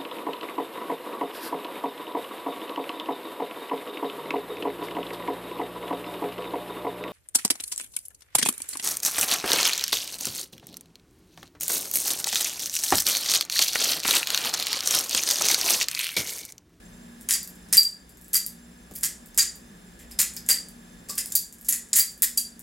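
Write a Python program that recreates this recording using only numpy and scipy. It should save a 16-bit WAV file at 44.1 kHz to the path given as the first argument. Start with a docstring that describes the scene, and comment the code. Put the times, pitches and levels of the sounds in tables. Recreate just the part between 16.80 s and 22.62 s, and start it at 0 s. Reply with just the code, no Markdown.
"""A folding knife with two swinging handles is flipped a few metres away in a small bare room.
First only hum, thin whines and hiss are heard; from 0.4 s to 5.8 s the handles click in groups. Each click is
a crack of noise with ringing steel, then a chatter of tiny blows. After clacks the loose pivots rattle
and parts of the knife sing fading, fluttering notes; a few catches in the palm add soft thuds of low noise.
A near wall answers each sound at once, then the room fades fast as dying bands of noise."""
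import sys
import numpy as np
from scipy import signal
from scipy.fft import rfft, irfft, next_fast_len
from scipy.io import wavfile

SR = 44100
rng = np.random.default_rng(int(sys.argv[2]) if len(sys.argv) > 2 else 0)


def file_out(sig):
    """Save sig as 16-bit WAV at sys.argv[1]."""
    # one column per channel
    cols = np.atleast_2d(sig).T
    # limit, then scale
    lim = np.clip(cols, -1, 1)
    pcm = np.round(lim * 32767).astype(np.int16)
    wavfile.write(sys.argv[1], SR, pcm)


N = 256662  # length in samples

# Steel hits steel: t/s, level/dB, centre of brightness f/Hz
CLICK_EVENTS = [(.411, -36, 11000), (0.4886, -16, 8700), (0.5087, -9, 8200), (0.5257, -15.5, 9100),
                (0.5378, -13.5, 9200), (0.6304, -26, 11200), (0.6753, -33, 10800), (.756, -47, 9300),
                (.8862, -44.5, 7500), (0.9267, -11.5, 10600), (0.9442, -14, 9450), (0.9697, -1.5, 10500),
                (1.032, -20.5, 9300), (1.2933, -42.5, 10600), (1.372, -46, 10000), (1.4132, -41, 10900),
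                (1.4447, -43.5, 10100), (1.482, -41, 11600), (1.5335, -15.5, 10300), (1.5385, -17, 9900),
                (1.5451, -10.5, 9800), (1.6636, -21.5, 11300), (2.1121, -43, 10000), (2.1378, -39, 11000),
                (2.1593, -28, 11500), (2.2102, -33.5, 11300), (2.2338, -10.5, 10300), (2.2553, -27, 10000),
                (2.4596, -39, 10760), (2.5456, -37.5, 9000), (2.5763, -8, 9900), (2.7566, -37.5, 10740),
                (3.1917, -42, 8900), (3.3131, -34, 9900), (3.3902, -10.5, 8540), (3.4151, -16, 9900),
                (3.5369, -32, 9600), (3.5655, -26.5, 10900), (3.6632, -33.5, 9700), (3.6888, -11.5, 9600),
                (3.7126, -12, 10100), (3.886, -39, 10900), (4.2963, -33, 9100), (4.3, -27, 11700),
                (4.3542, -29, 12000), (4.3819, -17, 9900), (4.387, -18, 9200), (4.3996, -32, 9900),
                (4.4589, -23, 11500), (4.5026, -38, 9600), (4.5219, -25, 9300), (4.5529, -9, 11500),
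                (4.5685, -23, 10600), (4.7259, -36, 10500), (4.7848, -45, 9850), (4.8119, -37, 11240),
                (4.8475, -35.5, 9900), (4.887, -11.5, 11500), (4.9249, -10, 9500), (4.9598, -24, 9900),
                (5.087, -45, 8600), (5.1317, -12, 7100), (5.1579, -9, 10700), (5.1951, -6.5, 11500),
                (5.3185, -38, 11600), (5.3773, -40, 11000), (5.4212, -6, 10800), (5.5762, -8.5, 10300),
                (5.6046, -26, 10100), (5.7936, -33, 10700)]
# Bright modes (natural ringing notes) of the handles: f/Hz, relative level/dB, time to fade 60 dB t60/s
BRIGHT_MODES = [(5120, 3, 0.014), (6200, -29, 0.014), (7055, -2.5, 0.052), (7700, -5.5, 0.052),
                (8270, -7, 0.04), (9640, -3.5, 0.01), (11070, -6.5, 0.0073), (11900, -2, 0.01),
                (12090, -6.5, 0.0067), (13890, -6, 0.005), (15900, 1, .015)]


def undb(db):
    """Turn a level in dB into a plain gain."""
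    return 10 ** (np.asarray(db) / 20)


def unit(x):
    """Scale a sound to an average strength (rms) of 1."""
    return x / np.sqrt(np.mean(x ** 2))


def colour(x, points):
    """Make some pitches louder or softer, following (Hz, dB) points joined up along log frequency."""
    hz, db = np.transpose(points)
    f = np.arange(len(x) // 2 + 1) * SR / len(x)
    gain = undb(np.interp(np.log(f + 1), np.log(hz), db))
    return irfft(rfft(x) * gain, len(x))


def train(times, sizes):
    """Place single-sample impulses of the given sizes at the given times."""
    return np.bincount((times * SR).astype(int), sizes, N + SR)[:N]


def ring(x, hz, t60):
    """One mode set ringing by x: each impulse starts a sine of its size that fades 60 dB in t60 seconds."""
    radius = np.exp(-np.log(1000) / (t60 * SR))
    w = 2 * np.pi * hz / SR
    return signal.lfilter([0, np.sin(w)], [1, -2 * radius * np.cos(w), radius * radius], x)


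def narrow(hz, width_hz):
    """A wavering tone: noise keeps a resonance ringing in a narrow band, rms 1."""
    t60 = np.log(1000) / (np.pi * width_hz)
    return unit(ring(rng.standard_normal(N), hz, t60))


def background():
    """Mains hum, thin whines and hiss; the hiss differs left and right mostly in the middle range."""
    # Every level in the hum and whine tables is before the final lift and dips.
    # Mains hum: f/Hz, level/dB
    hum_tones = [(59.2, -61.5), (118.4, -65.5), (177.6, -58), (209.9, -60.5), (236.9, -56.5)]
    # Thin whines: f/Hz, width/Hz, level/dB
    whine_bands = [(1700, 92, -67.5), (3580, 74, -74.5), (5230, 50, -74), (6260, 30, -73),
                   (7350, 41, -67.5), (10300, 140, -71), (11000, 74, -74.5)]
    # Shape of the hiss: f/Hz, relative level per Hz/dB
    hiss_shape = [(25, -25.5), (42, -0.5), (141, -21.5), (168, -2.5), (226, -7.5), (638, -20.5),
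                  (1370, -26.5), (1720, -24), (3030, -29), (3600, -30), (4970, -30), (7570, -35.5),
                  (8150, -29), (10400, -36.5), (15500, -35.5)]
    # How far the sideways hiss lies above the middle: f/Hz, side minus mid/dB
    hiss_side_shape = [(60, -26), (110, -12), (200, -12.5), (380, -5.5), (700, 1), (1290, 4), (2380, 0),
                       (4400, -1.5), (8120, -7.5), (15000, -6)]
    # The background sinks after three clacks and creeps back: t/s, change of level/dB
    dips = [(.97, -5), (4.549, -5), (5.161, -3)]
    hiss_db, lift_db = -55.5, 4  # hiss before the lift, then the lift of the whole background
    recovery_s = 1  # time for a dip to shrink to about a third

    t = np.arange(N) / SR
    hiss = colour(rng.standard_normal(N), hiss_shape)
    hiss_gain = undb(hiss_db) / np.sqrt(np.mean(hiss ** 2))
    side_hiss = colour(colour(rng.standard_normal(N), hiss_shape), hiss_side_shape) * hiss_gain

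    hum = np.zeros(N)
    for hz, db in hum_tones:
        steady = 0.66 * np.sin(2 * np.pi * hz * t)
        wavering = 0.5 * narrow(hz, 2.0)
        hum += undb(db) * (steady + wavering)

    whine = np.zeros(N)
    for hz, width_hz, db in whine_bands:
        whine += undb(db) * narrow(hz, width_hz)

    dip_db = np.zeros(N)
    for s, db in dips:
        dip_db += db * (t > s) * np.exp(-np.abs(t - s) / recovery_s)
    return np.array([hiss * hiss_gain + hum + whine, side_hiss]) * undb(lift_db + dip_db)


def room(x):
    """Direct sound, the slap of the near wall, then a dense tail that fades band by band; (mid, side)."""
    # Fading of the room: f/Hz, t60/s, level/dB
    tail_bands = [(660, 0.78, -9), (1930, 0.31, -2), (5130, 0.3, -2.5), (7800, 0.31, -4.5),
                  (11900, 0.21, -5.5), (15000, .22, -11.5)]
    # How far the sideways tail lies above the middle: f/Hz, side minus mid/dB
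    tail_side_shape = [(700, -11.5), (2400, -25.5), (5000, -15), (9000, -11), (15000, -5)]
    wall_s, wall_db = .0038, -17  # delay and level of the slap

    t = np.arange(next_fast_len(SR // 2)) / SR
    log_hz = np.log(np.arange(len(t) // 2 + 1) * SR / len(t) + 1)
    log_centres = np.log(np.array(tail_bands)[:, 0])
    tails = np.zeros((2, len(t)))
    for (_, t60, db), only_this in zip(tail_bands, np.eye(len(tail_bands))):
        band = np.sqrt(np.interp(log_hz, log_centres, only_this))  # neighbours share the power
        fade = undb(-60 * t / t60) * (1 - np.exp(-(t / 0.0021) ** 2))  # builds up in a few ms
        fade *= undb(db) / np.sqrt(np.sum(fade ** 2))
        noise = irfft(rfft(rng.standard_normal((2, len(t)))) * band, len(t))
        tails += fade * noise
    tails[0, 0] += 1  # direct sound
    tails[0, int(wall_s * SR)] += undb(wall_db)
    mid, side = signal.fftconvolve(x[None], tails, axes=1)[:, :N]
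    return np.array([mid, colour(side, tail_side_shape)])


def palm():
    """The palm catches the knife with soft thuds: noise in a broad low band swells and fades."""
    # Catches: t/s, level/dB, centre f/Hz, t60/s
    catches = [(.928, -39.5, 700, 0.079), (2.109, -34.5, 380, 0.064), (2.578, -30.5, 800, 0.029),
               (3.391, -34.5, 800, 0.041), (3.692, -40, 620, 0.16), (4.292, -44.5, 540, 0.18)]
    out, t = np.zeros(N), np.arange(N) / SR
    for s, db, hz, t60 in catches:
        since = np.maximum(t - s, 0)
        swell = 1 - np.exp(-since / 0.0036)
        out += narrow(hz, 0.81 * hz) * undb(db - 60 * since / t60) * swell
    return out


def blade(waver=.7):
    """A free part's note rises quickly and dies away, fluttering as the steel turns and chatters."""
    # Parts left singing: t/s, part name, level before flutter/dB, t60/s
    notes = [(.508, "pin", -20, .04), (.533, "blade", -29, 0.18), (.675, "pivot", -39, 0.095),
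             (.974, "blade", -7, .12), (1.295, "blade", -63, .15), (1.552, "blade", -21, 0.16),
             (2.16, "latch", -39, .05), (2.239, "blade", -27, 0.036), (2.585, "handle", -30, 0.065),
             (2.589, "blade", -17.5, 0.073), (2.602, "blade", -13, 0.054), (3.317, "latch", -34, 0.022),
             (3.569, "latch", -30, 0.049), (3.69, "handle", -22, 0.059), (3.702, "blade", -15.5, 0.093),
             (3.714, "blade", -14, 0.086), (4.294, "latch", -28.5, 0.083), (4.298, "grip", -43, 0.15),
             (4.387, "latch", -28, 0.057), (4.555, "blade", -17, 0.035), (4.574, "blade", -23, 0.048),
             (4.915, "handle", -40, 0.23), (4.927, "pin", -13.5, 0.02), (5.13, "pin", -9.5, 0.027),
             (5.199, "blade", -20, .1), (5.426, "latch", -28, .1), (5.578, "blade", -21.5, 0.062)]
    # Voice of each part, by name: pitch f/Hz, upper limit of flutter f/Hz, steady share (0 to 1)
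    voices = {"blade": (4728, 64, 0.9), "handle": (1920, 93, .7), "latch": (5100, 430, 0.29),
              "pin": (7000, 280, .4), "grip": (1154, 55, .7), "pivot": (12600, 150, .7)}
    out, t = np.zeros(N + SR), np.arange(SR // 2) / SR
    for s, part, db, t60 in notes:
        hz, flutter_hz, steady = voices[part]
        slow_noise = signal.lfilter(*signal.butter(2, flutter_hz, fs=SR),
                                    rng.standard_normal((2, 2 * len(t))))
        # Two slow noises shake both loudness and phase; the filter's start is thrown away.
        flutter = (unit(slow_noise[0]) + 1j * unit(slow_noise[1]))[len(t):]
        turn = steady + waver * flutter
        tone = np.imag(turn * np.exp(2j * np.pi * hz * t))
        envelope = (1 - np.exp(-t / .001)) * undb(db - 60 * t / t60)
        start = int(s * SR)
        out[start:start + len(t)] += envelope * tone
    return out[:N]


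def strike(times, db, centre_hz, knock_db, colour_db=0, spread=0.31, ring_db=-7.0, crack_db=-1.5):
    """Each blow shares its force among the modes, most near its centre of brightness: a crack, then a ring."""
    # Dull modes of the gripped knife: f/Hz, relative level/dB, t60/s
    dull_modes = [(1331, -17, 0.0071), (1910, -4.5, 0.0078), (2475, -3, 0.0036), (3270, -5, 0.0044),
                  (4600, -17, 0.0043)]
    crack_t60 = .004  # s

    # One random number for every mode of every blow
    chance = rng.standard_normal((len(times), len(BRIGHT_MODES) + len(dull_modes))).T
    hz, mode_db, t60 = np.transpose(BRIGHT_MODES)
    share = np.exp(-.5 * (np.log(hz[:, None] / centre_hz) / spread) ** 2)
    share *= undb(mode_db[:, None] + colour_db + 4 * chance[:len(BRIGHT_MODES)])
    share *= undb(db) / np.sqrt(np.sum(share ** 2, axis=0))

    out, fall = np.zeros(N), undb(-60 / (crack_t60 * SR))
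    for f, mode_t60, part in zip(hz, t60, share):
        blows = train(times, part)
        crack = signal.lfilter([1], [1, -fall], blows) * rng.standard_normal(N)
        out += undb(ring_db) * ring(blows, f, mode_t60)
        out += undb(crack_db) * ring(crack, f, 0.0022)
    # The bright modes barely stir the air below their own pitch.
    out = signal.sosfilt(signal.butter(3, 3800., "high", fs=SR, output="sos"), out)

    for (f, dull_db, mode_t60), luck in zip(dull_modes, chance[len(BRIGHT_MODES):]):
        sizes = undb(db + knock_db + dull_db) * luck
        out += ring(train(times, sizes), f, mode_t60)
    return out


def shower(s, length, db, hz, knock_db, count, uneven_db, fade_db):
    """Many small uneven blows per row make a rattle that swells, fades and favours its own modes."""
    rise_s, own_colour_db = 0.0044, 3  # swelling time, random spread of the mode levels
    row_colour = own_colour_db * rng.standard_normal((len(s), len(BRIGHT_MODES)))
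    colour_db = np.repeat(row_colour, count, axis=0).T
    columns = np.broadcast_arrays(s, length, db, hz, knock_db)
    s, length, db, hz, knock_db = (np.repeat(column, count) for column in columns)

    place, size = rng.random((len(s), 2)).T  # place runs from 0 to 1 along the rattle
    rise_db = 20 * np.log10(np.clip(length * place / rise_s, .1, 1))
    blow_db = db - uneven_db * np.log(size + 0.15) + fade_db * place + rise_db
    return strike(s + length * place, blow_db, hz, knock_db, colour_db)


def rattles():
    """Loose pivots strike many times after clacks, and briefly chatter after every click."""
    # Runs of tiny blows of the loose pivots, 6 to 83 ms long: t/s, length/s, base level of one blow/dB,
    # centre of brightness f/Hz, dull knock relative to the blow/dB
    rattle_events = [(0.4854, 0.083, -26.5, 8800, -3), (0.9236, 0.053, -24, 8400, -5),
                     (1.5301, 0.051, -23, 9400, -9), (2.151, 0.039, -41.5, 11600, -11.5),
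                     (2.2285, 0.037, -28, 9000, -3), (2.5748, 0.06, -22, 9000, -7.5),
                     (3.193, 0.054, -58.5, 8850, 7), (3.305, 0.035, -56.5, 9000, 6),
                     (3.3868, 0.05, -22, 8700, -4.5), (3.561, .02, -49, 9500, 3.5),
                     (3.6857, .048, -22.5, 8700, -4), (4.285, 0.058, -39, 8500, -7.5),
                     (4.374, 0.037, -35, 8500, -2), (4.5185, 0.0065, -41, 8500, -7),
                     (4.5507, 0.024, -26.5, 11300, -39), (4.847, .04, -49, 9700, -25),
                     (4.883, .03, -26.5, 10300, -13), (4.9226, 0.028, -39.5, 9100, 0.5),
                     (5.1306, 0.072, -27, 8350, -10.5), (5.1577, .037, -23, 9500, -10.5),
                     (5.1768, 0.042, -27.5, 9100, -4.5), (5.4225, 0.03, -24, 10000, -8.5),
                     (5.571, 0.015, -30, 10700, -42)]
    chatter_s, chatter_db, chatter_knock_db = .03, -19.5, -17  # length, base level, dull knock
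    chatter_follows = 0.87  # dB of chatter per dB of click: light clicks are mostly chatter

    click_s, click_db, click_hz = np.transpose(CLICK_EVENTS)
    after_clacks = shower(*np.transpose(rattle_events), count=70, uneven_db=2.5, fade_db=-10.5)
    chatter = shower(click_s, chatter_s, chatter_follows * click_db + chatter_db, click_hz,
                     chatter_knock_db, count=30, uneven_db=0.5, fade_db=-9.)
    return after_clacks + chatter


def clicks():
    """Handles hit the blade and each other: one bright blow per click, with a faint dull knock."""
    s, db, hz = np.transpose(CLICK_EVENTS)
    return strike(s, db, hz, knock_db=-26.5)


def scene():
    """Knife in the room over the background, mid and side turned to left and right."""
    knife = clicks() + rattles() + blade()
    # So small an object radiates no bass.
    knife = signal.sosfilt(signal.butter(4, 1054, "high", fs=SR, output="sos"), knife)
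    mid, side = room(knife + palm()) + background()
    return np.array([mid + side, mid - side])


def record(dry):
    """The loudest treble peaks are rounded, bass is left alone; nothing is heard above about 16 kHz."""
    top_hz = 15900
    rounding = np.tanh(1.3 * dry) / 1.3 - dry  # only the change made by rounding
    treble_only = signal.butter(2, 1500, "high", fs=SR, output="sos")
    out = dry + signal.sosfiltfilt(treble_only, rounding)
    return signal.sosfilt(signal.ellip(10, .2, 70, top_hz, fs=SR, output="sos"), out)


dry = scene()
out = record(dry)
file_out(out)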